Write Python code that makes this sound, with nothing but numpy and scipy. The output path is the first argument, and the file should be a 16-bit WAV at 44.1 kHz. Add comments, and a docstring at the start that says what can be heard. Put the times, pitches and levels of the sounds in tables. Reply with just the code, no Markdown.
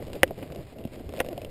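"""A polo mallet cracks against a ball twice, heard from a cased camera on the rider of a cantering horse.
Each stroke is coloured contact impulses, gritty scrapes and decaying modes; hooves on turf are dull modes.
Tack ticks as impulses with grit and rustles as filtered noise; a strap creaks once on falling harmonics.
Wind buffets the case as filtered noise. The field is open, so nothing echoes.
The camera holds each of its coarse samples, which adds a thin sheen."""
import sys
import numpy as np
from scipy import signal
from scipy.fft import rfft, irfft, next_fast_len
from scipy.io import wavfile
from scipy.ndimage import map_coordinates

SR = 44100
rng = np.random.default_rng(int(sys.argv[2]) if len(sys.argv) > 2 else 0)


def master(y):
    """Save y as 16-bit WAV."""
    cut = np.clip(np.atleast_2d(y).T, -1, 1)
    pcm = np.round(cut * 32767)  # scale
    wavfile.write(sys.argv[1], SR, pcm.astype(np.int16))


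N = 66150  # samples, 1.5 s
TIME = np.arange(N) / SR
HIT_TIME = np.arange(SR // 8) / SR  # time axis of one short sound
IMPULSE = 1.0 * (HIT_TIME == 0)
SIZE = next_fast_len(N + SR // 2)  # padded transform length
FREQS = np.fft.rfftfreq(SIZE, 1 / SR)


def amp(db):
    """Decibels to gain."""
    return 10 ** (np.asarray(db) / 20)


def unit(x):
    """Scale to rms 1."""
    return x / np.sqrt(np.mean(x ** 2) + 1e-20)


def burst(x):
    """Scale a short sound to the energy of 6 ms at rms 1."""
    return x / np.sqrt(np.sum(x ** 2) / (0.006 * SR) + 1e-20)


def coloured(x, points):
    """Causal minimum-phase filter through (Hz, dB) points, by folding the cepstrum."""
    hz, db = np.transpose(points)
    gain_db = np.interp(np.log(FREQS + 1), np.log(hz), db)
    cepstrum = irfft(np.log(amp(gain_db)), SIZE)
    cepstrum[1:SIZE // 2] *= 2
    cepstrum[SIZE // 2 + 1:] = 0
    response = np.exp(rfft(cepstrum))
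    return irfft(rfft(x, SIZE) * response, SIZE)[:len(x)]


def curves(rows):
    """One value per sample for each column after the time."""
    times, *columns = np.transpose(rows)
    return [np.interp(TIME, times, column) for column in columns]


def wobble(rate):
    """A smooth random curve, rate knots a second."""
    knots = rng.standard_normal(int(N * rate / SR) + 4)
    return map_coordinates(knots, [TIME * rate])


def fade(t60):
    """Exponential decay by 60 dB in t60 seconds."""
    return np.exp(-np.log(1000) * HIT_TIME / t60)


def ring(modes, attack_s, stretch=1):
    """Damped modes with a soft start; stretch multiplies every pitch."""
    tone = sum(amp(db) * fade(t60) * np.sin(2 * np.pi * hz * stretch * HIT_TIME)
               for hz, db, t60 in modes)
    return burst(tone * (1 - np.exp(-HIT_TIME / attack_s)))


def grit(t60):
    """A dying puff of noise with energy 1."""
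    puff = rng.standard_normal(len(HIT_TIME)) * fade(t60)
    return puff / np.linalg.norm(puff)


def struck(force, points):
    """Contact forces through a body of the given colour."""
    body_response = burst(coloured(IMPULSE, points))
    return signal.fftconvolve(force, body_response)[:N]


def add(track, start_s, sound):
    """Mix a sound in at its start time."""
    part = track[max(round(start_s * SR), 0):][:len(sound)]
    part += sound[:len(part)]


# Contacts of mallet and ball out on the open field, each stroke with its rebounds.
# Each row: start in seconds, crack level in dB, ring level in dB, scrape level in dB, ring pitch as a ratio.
MALLET_CONTACTS = [(.2327, -11, -12.5, -25.5, 1), (.2377, -27.5, -54, -29, 1),
                   (1.2012, -34, -39.5, -37, .96), (1.2037, -34.5, -24, -33, .96),
                   (1.2034, -24.5, -28.5, -29, .96), (1.2122, -37.5, -33, -40, 1.1)]
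# The crack of wood on ball. Each row: frequency in Hz, relative level in dB.
CRACK_COLOUR = [(200, -19), (750, -2), (1000, -17.5), (1300, -6.5), (1500, 0), (1950, 4), (2450, -6),
                (2900, 1), (3400, -9), (4300, -19.5), (5200, -16), (6000, -13)]
# The hollow ring after a stroke.
# Each row: frequency in Hz before the pitch ratio, relative level in dB, decay by 60 dB in seconds.
HOLLOW_MODES = [(110, -17, 0.054), (351, -3.5, 0.03), (532, 5, 0.032), (720, 1.5, 0.013)]
# The dull knock of the mallet head.
# Each row: frequency in Hz, relative level in dB, decay by 60 dB in seconds.
HEAD_MODES = [(770, -0.5, 0.017), (1036, 1, 0.017), (1380, -3.5, 0.021)]
RING_LAG_S, RING_ATTACK_S, SCRAPE_T60_S = 0.0011, 0.00039, 0.015
GLANCE_S, GLANCE_DB = 1.2035, -27  # the second, glancing stroke also knocks the head


def mallet():
    """Each contact is a hard crack, a brief scrape and a hollow ring."""
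    force, body = np.zeros((2, N))
    for start_s, crack_db, ring_db, scrape_db, pitch_ratio in MALLET_CONTACTS:
        crack = amp(crack_db) * IMPULSE
        scrape = amp(scrape_db) * grit(SCRAPE_T60_S)
        add(force, start_s, crack + scrape)
        hollow = amp(ring_db) * ring(HOLLOW_MODES, RING_ATTACK_S, pitch_ratio)
        add(body, start_s + RING_LAG_S, hollow)
    add(body, GLANCE_S, amp(GLANCE_DB) * ring(HEAD_MODES, RING_ATTACK_S))
    return struck(force, CRACK_COLOUR) + body


# Hoof falls on the turf, below the rider's microphone.
# Each row: start in seconds, level in dB, pitch in Hz, decay by 60 dB in seconds.
HOOF_FALLS = [(0.1335, -47, 150, 0.041), (.3085, -34, 392, 0.014), (0.588, -33, 132, 0.079),
              (0.8522, -26.5, 228, 0.03), (1.068, -33, 100, 0.076), (1.35, -39, 110, 0.024)]
HOOF_ATTACK_S = 0.0046
HOOF_BODY_RATIO, HOOF_BODY_DB = 0.7, -4  # a second, lower mode, relative to the first


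def hooves():
    """Soft turf gives dull thuds: two quickly damped modes with a slow attack."""
    out = np.zeros(N)
    for start_s, db, hz, t60 in HOOF_FALLS:
        modes = [(hz, 0, t60), (hz * HOOF_BODY_RATIO, HOOF_BODY_DB, t60)]
        add(out, start_s, amp(db) * ring(modes, HOOF_ATTACK_S))
    return out


# Ticks of tack that knock through the camera mount.
# Each row: start in seconds before the lag, then, before the trims, bright click level in dB,
# woody clack level in dB and mount knock level in dB.
TACK_TICKS = [(0.023, -44, -47, -33.5), (0.0677, -40, -51, -40.5), (0.081, -42, -50, -36.5),
              (0.0995, -44, -55, -37.5), (0.1313, -30, -41.5, -37.5), (0.1521, -38, -51, -38),
              (0.2773, -40, -51, -48), (0.3072, -42, -44.5, -26), (0.3904, -55, -50.5, -41),
              (0.4264, -45, -37, -48), (0.5014, -48, -45.5, -46), (0.5207, -34.5, -44.5, -41.5),
              (0.5471, -37, -47, -45), (0.5591, -38, -48, -37), (0.7846, -42.5, -56, -40),
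              (0.8385, -42, -57, -50), (0.85, -38, -49.5, -37.5), (0.8731, -41, -59, -45),
              (0.9562, -40.5, -47.5, -43), (0.9956, -43, -48, -43), (1.0913, -37, -46.5, -42),
              (1.1237, -40.5, -55, -38), (1.1368, -35.5, -42, -31.5), (1.2461, -38, -53, -32),
              (1.2623, -38, -48, -34), (1.2864, -34, -51, -28.5), (1.3285, -34.5, -44.5, -31.5),
              (1.3774, -35.5, -62, -29.5), (1.4162, -36, -49.5, -35.5), (1.4467, -32.5, -49.5, -33.5),
              (1.163, -39, -50, -43), (1.1726, -36.5, -48, -39), (1.1812, -38.5, -47, -30),
              (1.1906, -30.5, -48, -30.5)]
# The bright tick of tack. Each row: frequency in Hz, relative level in dB.
CLICK_COLOUR = [(300, -7), (1500, -12), (2200, 4), (2800, 7.5), (3600, 0), (4500, -6.5), (5100, -4),
                (5800, -14)]
# The woody tick of tack. Each row: frequency in Hz, relative level in dB.
CLACK_COLOUR = [(300, -2.5), (1100, 0), (1400, -3), (1750, -3), (2200, 2.5), (3000, -2.5), (6000, -45)]
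# The knock of the mount that carries the camera.
# Each row: frequency in Hz before a random detune, relative level in dB, decay by 60 dB in seconds.
MOUNT_MODES = [(374, 8.5, 0.015), (522, 11.5, .022), (601.5, 6, 0.03)]
CLICK_TRIM_DB, CLACK_TRIM_DB, KNOCK_TRIM_DB = -12.5, -5, -2
TICK_LAG_S, TICK_T60_S = 0.001, 0.023
TICK_GRIT_DB = 1.5  # relative to the impulse of the contact
KNOCK_ATTACK_S, KNOCK_DETUNE = 0.0026, 0.05  # detune is a standard deviation, as a ratio


def tack():
    """Gritty ticks, woody or bright, each with a small knock of the mount."""
    clicks, clacks, knocks = np.zeros((3, N))
    for start_s, click_db, clack_db, knock_db in TACK_TICKS:
        start_s = start_s + TICK_LAG_S
        contact = IMPULSE + amp(TICK_GRIT_DB) * grit(TICK_T60_S)
        add(clicks, start_s, amp(click_db + CLICK_TRIM_DB) * contact)
        add(clacks, start_s, amp(clack_db + CLACK_TRIM_DB) * contact)
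        stretch = 1 + KNOCK_DETUNE * rng.standard_normal()
        knock = ring(MOUNT_MODES, KNOCK_ATTACK_S, stretch)
        add(knocks, start_s, amp(knock_db + KNOCK_TRIM_DB) * knock)
    return struck(clicks, CLICK_COLOUR) + struck(clacks, CLACK_COLOUR) + knocks


# Rise and fall of the roar in the case and of the rustle on the rider, before trims and flutter.
# Each row: time in seconds, roar level in dB, rustle level in dB.
MOTION_LEVELS = [(0, -40.5, -60), (0.06, -48, -63), (0.15, -38, -58.5), (0.21, -49, -61),
                 (0.28, -40, -62.5), (0.35, -47, -60), (0.43, -41, -59), (0.49, -45.4, -64),
                 (0.56, -43, -63.5), (0.62, -38, -58.5), (0.66, -52.5, -66), (0.73, -50, -63),
                 (0.78, -41.5, -66), (0.91, -54, -63), (0.98, -41, -59.7), (1.07, -46, -65.5),
                 (1.15, -43.5, -59), (1.5, -45.5, -65)]
# The colour of the rustling tack. Each row: frequency in Hz, relative level in dB.
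RUSTLE_COLOUR = [(300, 5.5), (1000, 3.5), (1500, -4), (2100, 1.5), (2800, 0), (3600, -3.5), (4500, -5.5),
                 (5100, -5), (5700, -18), (6000, -25)]
HISS_DB, GRAIN_DB = 1.5, 4.5  # relative to the rustle level
GRAINS_PER_S, GRAIN_SPREAD_DB = 750, -4  # the spread scales an exponential draw, capped at 3
RUSTLE_FLUTTER_DB, RUSTLE_FLUTTER_KNOTS_PER_S = -2.07, 39.44
SWING_S, SWING_WIDTH_S, SWING_DB = 1.22, 0.056, 3.5  # grains rattle harder around the second swing


def rustle():
    """Cloth and leather rub: an uneven fine hiss with tiny grains that swell as the rider swings."""
    _, level_db = curves(MOTION_LEVELS)
    spread_db = GRAIN_SPREAD_DB * np.minimum(rng.exponential(size=N), 3)
    sizes = amp(spread_db) * rng.choice([-1, 1], N)
    grain_starts = rng.random(N) < GRAINS_PER_S / SR
    grains = unit(coloured(sizes * grain_starts, RUSTLE_COLOUR))
    hiss = unit(coloured(rng.standard_normal(N), RUSTLE_COLOUR))
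    swing_db = SWING_DB * np.exp(-((TIME - SWING_S) / SWING_WIDTH_S) ** 2)
    level = amp(level_db + RUSTLE_FLUTTER_DB * wobble(RUSTLE_FLUTTER_KNOTS_PER_S))
    return level * (amp(HISS_DB) * hiss + amp(GRAIN_DB + swing_db) * grains)


# The strap's harmonics, on the rider. Each row: multiple of the pitch, relative level in dB.
CREAK_HARMONICS = [(1, 0), (2, -7), (3, -20.5)]
CREAK_S, CREAK_LENGTH_S, CREAK_DB = 1.292, 0.0507, -34
CREAK_FROM_HZ, CREAK_TO_HZ = 390, 264  # before the jitter
CREAK_JITTER, CREAK_JITTER_KNOTS_PER_S = 0.026, 150  # jitter as a ratio of the pitch


def creak():
    """A strap slips ever more slowly as it takes the load, so the pitch falls."""
    progress = np.clip((TIME - CREAK_S) / CREAK_LENGTH_S, 0, 1)
    glide = CREAK_FROM_HZ + (CREAK_TO_HZ - CREAK_FROM_HZ) * progress ** 2
    pitch = glide * (1 + CREAK_JITTER * wobble(CREAK_JITTER_KNOTS_PER_S))
    phase = 2 * np.pi * np.cumsum(pitch) / SR
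    tone = sum(amp(db) * np.sin(round(multiple) * phase) for multiple, db in CREAK_HARMONICS)
    swell = np.sqrt(np.abs(np.sin(np.pi * progress ** 2)))
    return amp(CREAK_DB) * swell * tone


# The wind's push on the camera case. Each row: time in seconds, level in dB.
BUFFET_LEVELS = [(0, -42), (0.17, -42.5), (0.35, -44.5), (0.58, -43), (0.7, -51.5), (0.8, -48.0),
                 (0.92, -47), (1.06, -44), (1.22, -46), (1.45, -43)]
# The colour of the buffeting at the case. Each row: frequency in Hz, relative level in dB.
BUFFET_COLOUR = [(15, -0.5), (30, -22), (60, 0.5), (110, -2.5), (170, -7.5), (300, -31), (700, -53)]
# The colour of the roar inside the case. Each row: frequency in Hz, relative level in dB.
ROAR_COLOUR = [(60, -60), (160, -1), (280, 2), (420, 1.5), (540, -1), (660, -2), (800, -13), (1000, -30.5),
               (1500, -26.5), (4000, -45)]
ROAR_TRIM_DB, ROAR_FLUTTER_DB, ROAR_FLUTTER_KNOTS_PER_S = -0.5, 3, 60.35


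def wind():
    """Low buffeting and a fluttering roar inside the case, both filtered noise."""
    buffet_db, = curves(BUFFET_LEVELS)
    roar_db, _ = curves(MOTION_LEVELS)
    buffet = unit(coloured(rng.standard_normal(N), BUFFET_COLOUR))
    roar = unit(coloured(rng.standard_normal(N), ROAR_COLOUR))
    flutter_db = ROAR_FLUTTER_DB * wobble(ROAR_FLUTTER_KNOTS_PER_S)
    return amp(buffet_db) * buffet + amp(roar_db + ROAR_TRIM_DB + flutter_db) * roar


def scene():
    """Everything at the one microphone, as a single channel."""
    return (mallet() + hooves() + tack() + rustle() + creak() + wind())[None]


HOLD_HZ, TOP_HZ = 12000, 15450  # the camera's coarse sample rate and its upper band limit
CLIP_LEVEL = 1.15  # amplitude that the soft limit approaches


def record(dry):
    """The camera samples coarsely, squashes the loudest peak, holds each sample and limits the band."""
    coarse = signal.resample_poly(dry[0], HOLD_HZ, SR)
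    squashed = coarse / (1 + (coarse / CLIP_LEVEL) ** 6) ** (1 / 6)
    # repeating each sample leaves mirror images of the band above it: the sheen
    held = signal.resample_poly(np.repeat(squashed, 4), SR, 4 * HOLD_HZ)
    band_limit = 1 / (1 + (FREQS / TOP_HZ) ** 90)
    return irfft(rfft(held, SIZE) * band_limit, SIZE)[None, :N]


dry = scene()
out = record(dry)
master(out)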